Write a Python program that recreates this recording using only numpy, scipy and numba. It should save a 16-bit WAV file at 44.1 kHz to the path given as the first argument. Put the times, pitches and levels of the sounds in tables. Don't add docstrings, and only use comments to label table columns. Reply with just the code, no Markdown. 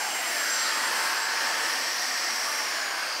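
import sys
import numpy as np
from scipy import signal
from scipy.fft import rfft, irfft
from scipy.io import wavfile
from scipy.ndimage import uniform_filter1d, map_coordinates
from numba import njit

SR = 44100
rng = np.random.default_rng(int(sys.argv[2]) if len(sys.argv) > 2 else 0)


def wav_out(sig):
    wavfile.write(sys.argv[1], SR, np.round(np.clip(np.atleast_2d(sig).T, -1, 1) * 32767).astype(np.int16))


N = 141120

FLICKER_HZ = 7


def undb(db):
    return 10 ** (np.asarray(db) / 20)


def curve(table, column):
    rows = np.array(table, float)
    return np.interp(np.arange(N) / SR, rows[:, 0], rows[:, column])


def unit(x):
    return x / np.sqrt(np.mean(x ** 2))


def walk(rate_hz):
    hold = int(SR / rate_hz)
    steps = np.repeat(rng.standard_normal(400), hold)[:N + hold]
    slewed = uniform_filter1d(uniform_filter1d(steps, hold), hold)
    return 1.3 * slewed[:N]


def fan():
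    # (time [s], broad rush [dB], treble [dB], top octave [dB])
    rush_levels = [(0, -31.5, -42.5, -46), (.35, -31, -40.5, -42), (.55, -30, -42.5, -44.5),
                   (.9, -31, -42.5, -46), (1.4, -30.5, -43.5, -46), (2.0, -31.5, -44.5, -47),
                   (2.43, -33, -43.5, -47), (2.8, -32.5, -46, -50.5), (3.2, -32.5, -48.5, -50.5)]
    # (frequency [Hz], relative density [dB per Hz])
    rush_colour = [(25, -46), (161, -29), (252, -14.5), (342, -12), (423, -13), (488, -9.5), (1440, -4),
                   (1740, -7), (3700, -9), (4690, -8.5), (5400, -8.5), (7000, -17), (9100, -38)]
    # (frequency [Hz], relative density [dB per Hz])
    treble_colour = [(5000, -33), (6500, -40), (7300, 1), (8600, 2.5), (9700, 1), (10500, -5.5),
                     (11500, -15)]
    # (frequency [Hz], relative density [dB per Hz])
    top_colour = [(9000, -39), (10300, -1.5), (11000, 1.5), (12600, 1.5), (14500, -4.5), (15500, -5.5),
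                  (17000, -8)]
    # (time [s], level [dB], centre [Hz])
    housing = [(0, -44, 1600), (.3, -36.5, 1880), (.8, -35, 1710), (1.5, -36, 1700), (2.3, -38.5, 1780),
               (2.9, -37.5, 1810), (3.2, -47, 1600)]
    # (time [s], level [dB], centre [Hz])
    vent = [(0, -49, 5270), (.25, -43, 5600), (.5, -35, 5070), (.65, -33, 4500), (1.0, -38, 4860),
            (1.3, -39, 4800), (2.1, -35.5, 4900), (2.65, -39, 4840), (2.83, -38, 4970), (2.9, -60, 4960),
            (3.2, -47, 4860)]
    # (time [s], level [dB], centre [Hz])
    falling_ring = [(0, -42, 2140), (.22, -39.5, 2050), (.45, -33, 1605), (.75, -36, 1190),
                    (.88, -41.5, 1050), (1.3, -41, 1100), (1.9, -42.5, 1230), (2.55, -41.5, 1173),
                    (3.2, -45, 1020)]
    # (time [s], level [dB], centre [Hz])
    nasal_ring = [(0, -36, 1560), (.3, -57, 1840), (.7, -33, 1880), (.88, -36.5, 1850), (1.02, -35, 1570),
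                  (1.3, -32, 1680), (1.55, -34.5, 1740), (2.1, -37, 1854), (2.45, -40, 1790),
                  (2.9, -35, 1624), (3.2, -42.5, 1560)]
    # (time [s], level [dB], centre [Hz])
    low_ring = [(0, -42.5, 830), (.35, -40.5, 693), (.6, -59, 646), (1.2, -47, 760), (2.3, -44.5, 716),
                (3.2, -52, 655)]
    # (time [s], level [dB], centre [Hz])
    bright_ring = [(0, -50, 2900), (.13, -37.5, 2950), (.35, -53, 2900), (1.9, -57, 2150), (2.3, -39, 2080),
                   (2.9, -51, 2120)]
    # (time [s], level [dB], centre [Hz])
    hiss_ring = [(0, -42.5, 6350), (.35, -51, 6230), (.55, -34.5, 5900), (.75, -52, 5800), (1.4, -46, 5430),
                 (1.9, -36, 5600), (2.6, -36.5, 5640), (2.8, -41.5, 5330), (2.92, -46, 4640),
                 (3.1, -38, 4700), (3.2, -36, 4650)]
    ring_width_hz = 253
    swell_db, swell_hz = 0.4, 10
    treble_swell_db, treble_swell_hz = 0.5, 8

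    rush = coloured(rush_colour) * undb(curve(rush_levels, column=1))
    treble = coloured(treble_colour) * undb(curve(rush_levels, column=2))
    treble = treble + coloured(top_colour) * undb(curve(rush_levels, column=3))
    treble = treble * undb(treble_swell_db * walk(treble_swell_hz))
    hollows = resonance(housing, width_hz=960) + resonance(vent, width_hz=2100)
    rings = (resonance(falling_ring, ring_width_hz) + resonance(nasal_ring, ring_width_hz)
             + resonance(low_ring, width_hz=137) + resonance(bright_ring, ring_width_hz)
             + resonance(hiss_ring, width_hz=680))
    return (rush + treble + hollows + rings) * undb(swell_db * walk(swell_hz))


def coloured(table):
    flicker_db = 1.0
    rows = np.array(table, float)
    hz = np.arange(N // 2 + 1) * SR / N + 1
    density_db = np.interp(np.log(hz), np.log(rows[:, 0]), rows[:, 1], left=-80, right=-80)
    spectrum = rfft(rng.standard_normal(N)) * undb(density_db)
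    place = 3 * np.log2(hz)
    noise = np.zeros(N)
    for centre in range(13, 44):
        triangle = np.clip(1 - abs(place - centre), 0, 1)
        noise += irfft(spectrum * triangle, N) * undb(flicker_db * walk(FLICKER_HZ))
    return unit(noise)


def resonance(table, width_hz):
    flicker_db = 0.6
    centre_hz = curve(table, column=2)
    air = rng.standard_normal(N)
    for _ in range(2):
        air = svf(air, centre_hz, float(width_hz))
    return unit(air) * undb(curve(table, column=1) + flicker_db * walk(FLICKER_HZ))


@njit
def svf(x, hz, width):
    y, band, low = np.empty(len(x)), 0., 0.
    for i in range(len(x)):
        g = np.tan(np.pi * hz[i] / SR)
        damping = width / hz[i]
        v = (band + g * (x[i] - low)) / (1 + g * (g + damping))
        band = 2 * v - band
        low = low + 2 * g * v
        y[i] = damping * v
    return y


def tones():
    # (time [s], level [dB])
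    blade_levels = [(0, -42), (.2, -39), (.24, -48), (.28, -35), (.34, -48), (.4, -38), (.48, -49),
                    (.54, -32.5), (.58, -39), (.62, -36.5), (.7, -41.5), (.87, -37), (.92, -56), (.99, -41),
                    (1.12, -52), (1.23, -38.5), (1.35, -58), (1.44, -46), (1.57, -41.5), (1.65, -41),
                    (1.7, -52), (1.77, -54), (1.82, -42.5), (1.9, -44), (1.97, -54), (2.03, -47.5),
                    (2.23, -46), (2.45, -48), (2.62, -51.5), (2.9, -43.5), (2.94, -56), (3.2, -52)]
    # (time [s], two-edged cutter [dB], commutator whine [dB])
    cutter_levels = [(0, -47, -57), (.45, -53, -58), (.6, -45, -54), (.85, -42.5, -55), (1.0, -42, -67),
                     (1.3, -41.5, -64), (1.68, -41.5, -57), (1.9, -47, -66), (2.15, -49.5, -70),
                     (2.45, -46.5, -70), (2.9, -46.5, -72), (3.04, -54, -55), (3.2, -56, -57)]
    blade_count, edge_count, bar_count = 17, 2, 22
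    flutter_db, flutter_hz = 1.1, 35
    waver_db, waver_hz = 3, 12
    overtone_db, sideband_db, shaft_db = -26, -18, -14
    turns = shaft()

    def line(count):
        return np.sqrt(2) * np.sin(2 * np.pi * (count * turns + rng.random()))

    def waver():
        return undb(waver_db * walk(waver_hz))

    blades = line(blade_count) * undb(flutter_db * walk(flutter_hz))
    blades = blades + undb(overtone_db) * line(2 * blade_count)
    for side in (-1, 1):
        blades = blades + undb(sideband_db) * line(blade_count + side * edge_count) * waver()
    cutter = line(edge_count) + undb(shaft_db) * line(count=1)
    commutator = line(bar_count) * waver()
    blade_gain = curve([(s, undb(db)) for s, db in blade_levels], column=1)
    return (blade_gain * blades + undb(curve(cutter_levels, column=1)) * cutter
            + undb(curve(cutter_levels, column=2)) * commutator)


def shaft():
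    free_hz, start_short_hz, recover_s = 453.95, 19.5, 0.73
    off_s, drag_s = 2.449, 3.4
    t = np.arange(N) / SR
    powered_hz = free_hz - start_short_hz * np.exp(-t / recover_s)
    hz = powered_hz / (1 + np.maximum(t - off_s, 0) / drag_s)
    return np.cumsum(hz) / SR


def floor_image(air):
    # (time [s], extra path [m])
    floor_path = [(0, 0.81), (.2, 1.04), (.75, 1.4), (1.1, 1.3), (2.2, 1.27), (2.8, 1.05), (3.2, 1.14)]
    floor_db, floor_top_hz = -17.5, 3540
    dull = signal.sosfilt(signal.butter(1, floor_top_hz, fs=SR, output="sos"), air)
    delay = curve(floor_path, column=1) / 343 * SR
    return undb(floor_db) * map_coordinates(dull, [np.arange(N) - delay], mode="mirror")


def shop_reverb(air, lines):
    t60_s, air_db, tone_db = 0.35, -19, -13
    t = np.arange(SR) / SR
    tail = rng.standard_normal(SR) * np.exp(-np.log(1000) * t / t60_s)
    tail /= np.sqrt(np.sum(tail ** 2))
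    sent = undb(air_db) * air + undb(tone_db) * lines
    with_lead_in = np.concatenate([sent[SR:0:-1], sent])
    return signal.fftconvolve(with_lead_in, tail)[SR:SR + N]


def scene():
    air, lines = fan(), tones()
    mono = air + floor_image(air) + shop_reverb(air, lines) + lines
    return np.array([mono, mono])


def record(dry):
    # (centre [Hz], width [Hz], depth [0-1])
    dips = [(418, 53, 0.22), (1410, 40, 0.11), (3680, 660, 0.51)]
    top_hz = 15680
    for hz, width_hz, depth in dips:
        peak_b, peak_a = signal.iirpeak(hz, hz / width_hz, fs=SR)
        dry = dry - depth * signal.lfilter(peak_b, peak_a, dry)
    return signal.sosfilt(signal.ellip(12, .2, 75, top_hz, fs=SR, output="sos"), dry)


dry = scene()
out = record(dry)
wav_out(out)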